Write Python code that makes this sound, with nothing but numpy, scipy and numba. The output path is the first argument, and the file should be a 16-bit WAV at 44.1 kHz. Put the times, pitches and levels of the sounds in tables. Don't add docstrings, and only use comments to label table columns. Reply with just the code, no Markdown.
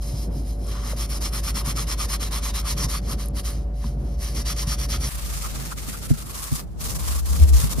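import sys
import numpy as np
from scipy import signal
from scipy.fft import rfft, irfft
from scipy.io import wavfile
from scipy.ndimage import uniform_filter1d
from numba import njit

SR = 44100
rng = np.random.default_rng(int(sys.argv[2]) if len(sys.argv) > 2 else 0)


def unload_audio(sound):
    columns = np.transpose(np.atleast_2d(sound))
    steps = np.round(np.clip(columns, -1, 1) * 32767)
    wavfile.write(sys.argv[1], SR, steps.astype(np.int16))


N = 343980
CUT_S = 5.092
LEAN_DB = np.array([[1.2], [-1.2]])
# (frequency [Hz], shared power [0..1])
RUB_LIKENESS = [(1200, 0.66), (2800, 0.088), (5500, 0.92), (7600, 1), (14200, 1)]
# (time [s], counter wobble [dB], air rumble [relative dB])
LOW_END = [(0, -46, -42.5), (1.9, -40.5, -42.5), (3.4, -37, -41.5), (4.7, -33.5, -44), (5.07, -28.5, -43.5),
           (5.199, -31, -40.5), (5.9, -50, -43), (6.4, -47, -42.5), (7.2, -23, -38.5), (7.8, -30, -35.5)]


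def undb(db):
    return 10 ** (np.asarray(db) / 20)


def curve(x, points):
    return np.interp(x, *np.transpose(points))


def unit(x):
    return x / np.sqrt(np.mean(x ** 2))


def colour(x, hz, db):
    f = np.fft.rfftfreq(N, 1 / SR)
    return unit(irfft(rfft(x) * undb(np.interp(np.log(f + 1), np.log(hz), db)), N))


@njit
def glide(x, g, damping):
    y = np.empty_like(x)
    for c in range(x.shape[0]):
        band, low = 0., 0.
        for i in range(x.shape[1]):
            v = (band + g[i] * (x[c, i] - low)) / (1 + g[i] * (g[i] + damping[i]))
            band, low = 2 * v - band, low + 2 * g[i] * v
            y[c, i] = damping[i] * v
    return y


def ring(x, hz, width_hz):
    hz = hz * np.ones(x.shape[-1])
    return glide(np.atleast_2d(x), np.tan(np.pi * hz / SR), width_hz / hz).reshape(x.shape)


def walk(rate):
    hold = int(SR / rate)
    steps = np.repeat(rng.standard_normal(N // hold + 1), hold)
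    return unit(uniform_filter1d(uniform_filter1d(steps, hold), hold)[:N])


def ports(likeness, cut):
    in_phase_below_hz, half_turn_hz = 4480, 3203
    shared, left, right = rfft(rng.standard_normal((3, N)))
    f = np.fft.rfftfreq(N, 1 / SR)
    share = curve(f, likeness)
    turned = shared * np.exp(-1j * np.pi * np.maximum(f - in_phase_below_hz, 0) / half_turn_hz)
    own = np.array([left, right])
    alike = np.sqrt(share) * np.array([shared, turned]) + np.sqrt(1 - share) * own
    return (1 - cut) * irfft(alike, N) + cut * irfft(own, N)


def slow_wipes(t, rest_db):
    # (start [s], rise [s], hold [s], fall [s], level [dB])
    wipes = [(0, 0.024, 0.21, 0.067, -40.5), (0.293, 0.027, 0.081, 0.16, -47),
             (0.408, 0.064, 0.034, 0.092, -41.5), (0.552, 0.13, 0.031, 0.53, -42),
             (0.75, 0.13, 0.048, 0.045, -36), (2.998, 0.12, 0.015, 0.038, -31.5),
             (3.158, 0.041, 0.022, 0.098, -36), (3.327, 0.044, 0.026, 0.033, -34.5),
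             (3.422, 0.035, 0.034, 0.16, -35), (3.732, 0.099, 0.037, 0.099, -44.5),
             (3.959, 0.16, 0.036, 0.024, -50.5), (4.158, 0.068, 0.059, 0.15, -36)]
    level_db = np.full(N, rest_db)
    for at, rise, hold, fall, db in wipes:
        speed = np.clip(np.minimum((t - at) / rise, (at + rise + hold + fall - t) / fall), 0, 1)
        level_db = np.maximum(level_db, rest_db + (db - rest_db) * speed ** 0.68)
    return level_db


def regular_strokes(t, cut, rest_db):
    # (start [s], full-swing level [dB])
    strokes = [(0.953, -33), (1.078, -32.5), (1.198, -30), (1.31, -30.5), (1.42, -29), (1.531, -28.5),
               (1.636, -29), (1.743, -30), (1.858, -29), (1.963, -30.5), (2.075, -29), (2.184, -30),
               (2.3, -28), (2.41, -30.5), (2.527, -28), (2.632, -30.5), (2.754, -28.5), (2.876, -31.5),
               (4.33, -32), (4.441, -28), (4.549, -31.5), (4.657, -28), (4.77, -29.5), (4.877, -29.5),
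               (4.988, -31.5)]
    longest_s, turn_s, turn_db, stick = .13, 0.037, -50, 0.64
    start, swing_db = np.transpose(strokes)
    k = np.clip(np.searchsorted(start, t, "right") - 1, 0, len(start) - 1)
    length = np.minimum(np.diff(np.append(start, np.inf)), longest_s)[k]
    place = (t - start[k]) / length
    stroking = (place >= 0) & (place < 1)
    push = (-1.) ** (k + (start[k] > start.mean()))
    arc = np.sin(np.pi * np.abs(place) ** (0.979 - 0.065 * push))
    speed = np.maximum(arc * length / turn_s - stick, 0)
    swing = np.tanh(speed) / np.tanh(length / turn_s - stick)
    level_db = np.where(stroking, turn_db + (swing_db[k] - turn_db) * swing, rest_db)
    crest = np.exp(-((place - .5 - 0.088 * push) / 0.087) ** 2)
    level_db = np.maximum(level_db, slow_wipes(t, rest_db))
    spared_db = 0.39 * (swing_db[k] - level_db)
    active = stroking * (1 - cut)
    crest_db = uniform_filter1d(active * (4.5 * (crest - .5) + spared_db), size=300)
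    return level_db, active * speed, active * push * (place - .5), crest_db


def fibre_hiss(t, cut, slips, crest_db):
    # (frequency [Hz], gain before the cut [dB], gain after [dB])
    spectrum = [(1020, -5, -3), (1460, -4, -7), (2020, -6, -5), (2950, -3.5, -4.5), (3650, 0, -2.5),
                (5300, 1, 0.5), (6300, 2, 1), (9100, 2.5, 1.5), (11130, 1, 1.5), (15650, -8.5, -6),
                (15900, 4, -0.5)]
    # (time [s], gain [dB])
    low_mids = [(0, -9), (.66, -14), (.72, 14), (.9, 6), (1.0, -1), (2.3, 5.5), (4.3, 2), (5.8, 6.5),
                (6.8, 1), (7.7, 2.5)]
    hz, before_db, after_db = np.transpose(spectrum)
    hiss = (1 - cut) * colour(slips, hz, before_db) + cut * colour(slips, hz, after_db)
    hiss = hiss + (undb(curve(t, low_mids) + crest_db) - 1) * ring(hiss, hz=1810, width_hz=2000)
    patch_hz, patchy_db = (1770, 3200, 6260, 10100), 1.52
    return hiss + sum((undb(patchy_db * walk(35)) - 1) * ring(hiss, f, 0.56 * f) for f in patch_hz)


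def air_pockets(t, slips, bend):
    # (time [s], lower pitch [Hz], lower level [relative dB], upper pitch [Hz], upper level [relative dB])
    pockets = [(2.1, 4380, -28, 5250, -14), (2.22, 4000, -20, 5250, -20), (2.58, 3740, -21, 5370, -16),
               (2.66, 4600, -18, 5500, -19), (2.86, 4570, -14, 5660, -3), (2.95, 4500, -14, 5300, -21.5),
               (4.4, 4650, -15, 5600, -11)]
    times, *grip = np.transpose(pockets)
    out = 0
    for hz, db in (grip[:2], grip[2:]):
        centre_hz = np.interp(t, times, hz) * (1 + 0.25 * (bend - 1))
        gain = undb(np.interp(t, times, db) + 1.5 * walk(30.4))
        out = out + gain * unit(ring(slips, centre_hz, width_hz=400))
    return out


def hollow_shoe(t, cut, bend, crest_db):
    # (time [s], pitch [Hz])
    pitch = [(4.9, 1150), (5.75, 1290), (6.15, 1370), (6.3, 1170)]
    # (time [s], level [relative dB])
    levels = [(0, -16), (.6, -24), (.75, 0), (1.05, -13), (1.4, -10.5), (2.6, -8.5), (3.5, -11),
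              (3.85, -12), (4.25, -16.5), (5.4, -11.5), (6.0, -13.5), (6.3, -8), (6.85, -14.5), (7.2, -9),
              (7.4, -15.5), (7.8, -10.5)]
    # (time [s], boost [dB])
    catches = [(5.445, 6.9), (5.722, 13.7), (5.95, 12)]
    width_hz, catch_s = 225, 0.015
    rubs = ports(RUB_LIKENESS, cut) * undb(2.15 * walk(60))
    hz = curve(t, pitch) * bend * (1 + .025 * walk(9))
    hollow = unit(ring(ring(rubs, hz, width_hz), hz, 4.1 * width_hz))
    catch_db = sum(db * np.exp(-((t - at) / catch_s) ** 2) for at, db in catches)
    return undb(curve(t, levels) + catch_db + 1.18 * crest_db + LEAN_DB) * hollow


def scrub(t, cut):
    level_db, speed, travel, crest_db = regular_strokes(t, cut, rest_db=-66.5)
    level_db = np.where(cut, sped_up_scrubbing(t), level_db)
    level_db = uniform_filter1d(level_db, size=90) + 1.28 * walk(40)
    grit_db = 0.9 + 0.4 * cut
    slips = ports(RUB_LIKENESS, cut) * undb(grit_db * walk(900))
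    hiss = fibre_hiss(t, cut, slips, crest_db)
    bend = 1 + .015 * walk(10) + 0.02 * (speed - 1) + 0.14 * travel
    echo_s = .00096 / bend
    echo = .42 * np.array([np.interp(t - echo_s, t, port) for port in hiss])
    rubber_rasp = undb(crest_db - 18.5) * unit(ring(slips, 2370 * bend, width_hz=1080))
    before_cut = (1 - cut) * (echo + rubber_rasp + air_pockets(t, slips, bend))
    return undb(level_db) * (hiss + before_cut + hollow_shoe(t, cut, bend, crest_db))


def appliance_hum(t, cut, phase_spread):
    # (time [s], rms level [dB])
    levels = [(5.08, -26.5), (5.7, -34.5), (6.3, -38), (6.8, -35.5), (7.8, -27)]
    main_hz, second_hz, second_db = 52.2, 62, -40.5
    main = np.sin(2 * np.pi * main_hz * t + 0.43 * walk(3.15) + 0.31 * phase_spread)
    second = np.sin(2 * np.pi * second_hz * t + 0.43 * walk(3.36))
    return np.sqrt(2) * (undb(curve(t, levels)) * main + undb(second_db) * (1 - cut) * second)


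def appliance_whine(t):
    # (pitch [Hz], level before the fade [dB], phase waver [rad])
    tones = [(471.4, -58.5, 1.5), (575.4, -48.5, 0.79), (682, -58, 1.6), (735, -55, 1.9)]
    # (time [s], level before the fade [dB])
    drone_levels = [(2.9, -63), (3.2, -45), (5.09, -34.5), (5.2, -39)]
    drone_hz, fade_db = 134, -16
    whine = sum(undb(db) * np.sin(2 * np.pi * hz * t + waver * walk(8)) for hz, db, waver in tones)
    drone = undb(curve(t, drone_levels)) * np.sin(2 * np.pi * drone_hz * t + 0.37 * walk(5))
    return (whine + drone) * undb(fade_db * np.clip(t - CUT_S, 0, 1))


def counter_wobble(t, cut, phase_spread):
    # (time [s], level [dB], width [s])
    heaves = [(7.32, -21.5, 0.034), (7.431, -6.5, 0.025), (7.54, -10.5, 0.049)]
    wobble_hz = 66.2
    times, wobble_db, _ = np.transpose(LOW_END)
    tone = np.sqrt(2) * np.sin(2 * np.pi * wobble_hz * t + 2 * walk(7) + phase_spread)
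    heave = sum(undb(db) * np.exp(-((t - at) / width) ** 2) for at, db, width in heaves)
    return undb(cut * LEAN_DB) * tone * (undb(np.interp(t, times, wobble_db) + walk(11)) + heave)


def air_rumble(t, cut):
    # (frequency [Hz], gain [dB])
    spectrum = [(25, -16), (45, -9.5), (75, -4.5), (135, -3), (295, -12.5), (578, -20.5), (991, -30.5),
                (2000, -45), (15000, -64)]
    # (frequency [Hz], shared power [0..1])
    likeness = [(150, 0.99), (300, 0.74), (700, 0.03)]
    times, _, air_db = np.transpose(LOW_END)
    air = colour(ports(likeness, cut), *np.transpose(spectrum))
    air = air * undb(np.interp(t, times, air_db) + 7 + 1.93 * walk(12))
    return air + cut * (0.25 * ring(air, hz=187, width_hz=62) - 0.48 * ring(air, hz=276, width_hz=650))


def shoe_knocks():
    # (time [s], peak [dB], push length before the cap [ms])
    knocks = [(0.136, -13, 16), (1.673, -15.5, 5.5), (2.843, -13, 13), (3.846, -18, 3.6), (4.672, -13, 7),
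              (5.883, -20, 1.9), (6.104, -9, 1.9), (6.11, -1, 3.4), (6.515, -17, 3), (6.521, -7.5, 4.2),
              (7.635, -6.5, 6), (7.782, -11.5, 1.8)]
    # (pitch [Hz], level [relative dB], 60 dB decay [s])
    modes = [(118, -7.5, 0.11), (154.5, 7.5, 0.095), (225.7, 7, 0.091), (467, -8, 0.029), (623, 6.5, 0.014),
             (1010, -33, 0.018)]
    cap_ms = 9
    out = np.zeros(N + SR)
    age = np.arange(SR // 4) / SR
    ringing = sum(undb(db - 60 * age / t60) * np.sin(2 * np.pi * hz * age) for hz, db, t60 in modes)
    for at, db, push_ms in knocks:
        push = np.hanning(int(min(push_ms, cap_ms) * SR / 1000) + 2)
        knock = np.convolve(ringing, push)
        i = int(at * SR)
        out[i:i + len(knock)] -= undb(db) * knock / np.abs(knock).max()
    return out[:N]


def short_clicks():
    # (time [s], peak [dB], pitch [Hz])
    clicks = [(0.67, -31, 7400), (0.929, -26, 564), (3.259, -23.5, 11000), (3.285, -25, 10800),
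              (3.841, -30, 980)]
    out = np.zeros(N)
    age = np.arange(900) / SR
    for at, db, hz in clicks:
        burst = rng.standard_normal(len(age)) * np.exp(-age * np.sqrt(hz) / 0.076)
        click = ring(ring(burst, hz, hz / 3), hz, hz / 2)
        i = int(at * SR)
        out[i:i + len(click)] += undb(db) * click / np.abs(click).max()
    return out


def sped_up_scrubbing(t):
    # (time [s], level [dB])
    levels = [(5.1, -36), (5.45, -36.5), (6.2, -38.5), (6.4, -35), (6.85, -32), (7.15, -32.5), (7.28, -35),
              (7.62, -28), (7.8, -32)]
    # (middle [s], length [s], drop [dB])
    dropouts = [(5.166, 0.0041, 5.5), (5.752, 0.012, 12.5), (6.012, 0.019, 3.5), (6.074, 0.0045, 8.5),
                (6.131, 0.0046, 5.5), (6.244, 0.02, 5), (6.712, 0.11, 29.5), (6.945, 0.0045, 6.5),
                (6.983, 0.0035, 8), (7.232, 0.021, 12), (7.463, 0.0039, 11.5), (7.518, 0.0042, 13.5),
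                (7.687, 0.0039, 9), (7.762, 0.027, 10)]
    slope_db_per_s, throb_db, throb_hz = 627, 1.95, 26
    drop_db = sum(np.clip(db - (np.abs(t - at) - span / 2) * slope_db_per_s, 0, db)
                  for at, span, db in dropouts)
    cycles = np.cumsum(throb_hz * (1 + 0.1353 * walk(4.3))) / SR
    return curve(t, levels) - drop_db + throb_db * np.sin(2 * np.pi * cycles)


def scene():
    t = np.arange(N) / SR
    cut = (t >= CUT_S) * 1.
    low_cut = signal.butter(1, 60, "high", output="sos", fs=SR)
    impacts = signal.sosfilt(low_cut, shoe_knocks() + short_clicks())
    left_impacts = np.interp(t - 0.0027 * cut, t, impacts)
    scrubbing = scrub(t, cut)
    phase_spread = cut * np.array([[1], [-1]]) * (.95 + .2 * walk(6))
    kitchen = appliance_hum(t, cut, phase_spread) + appliance_whine(t)
    kitchen = kitchen + counter_wobble(t, cut, phase_spread) + air_rumble(t, cut)
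    dip = 1 - cut * np.exp(-np.maximum(t - CUT_S, 0) / 0.074)
    return scrubbing + dip * kitchen + np.array([left_impacts, impacts])


def record(dry):
    top_hz = 15550
    return signal.sosfilt(signal.ellip(14, .3, 80, top_hz, fs=SR, output="sos"), dry)


dry = scene()
out = record(dry)
unload_audio(out)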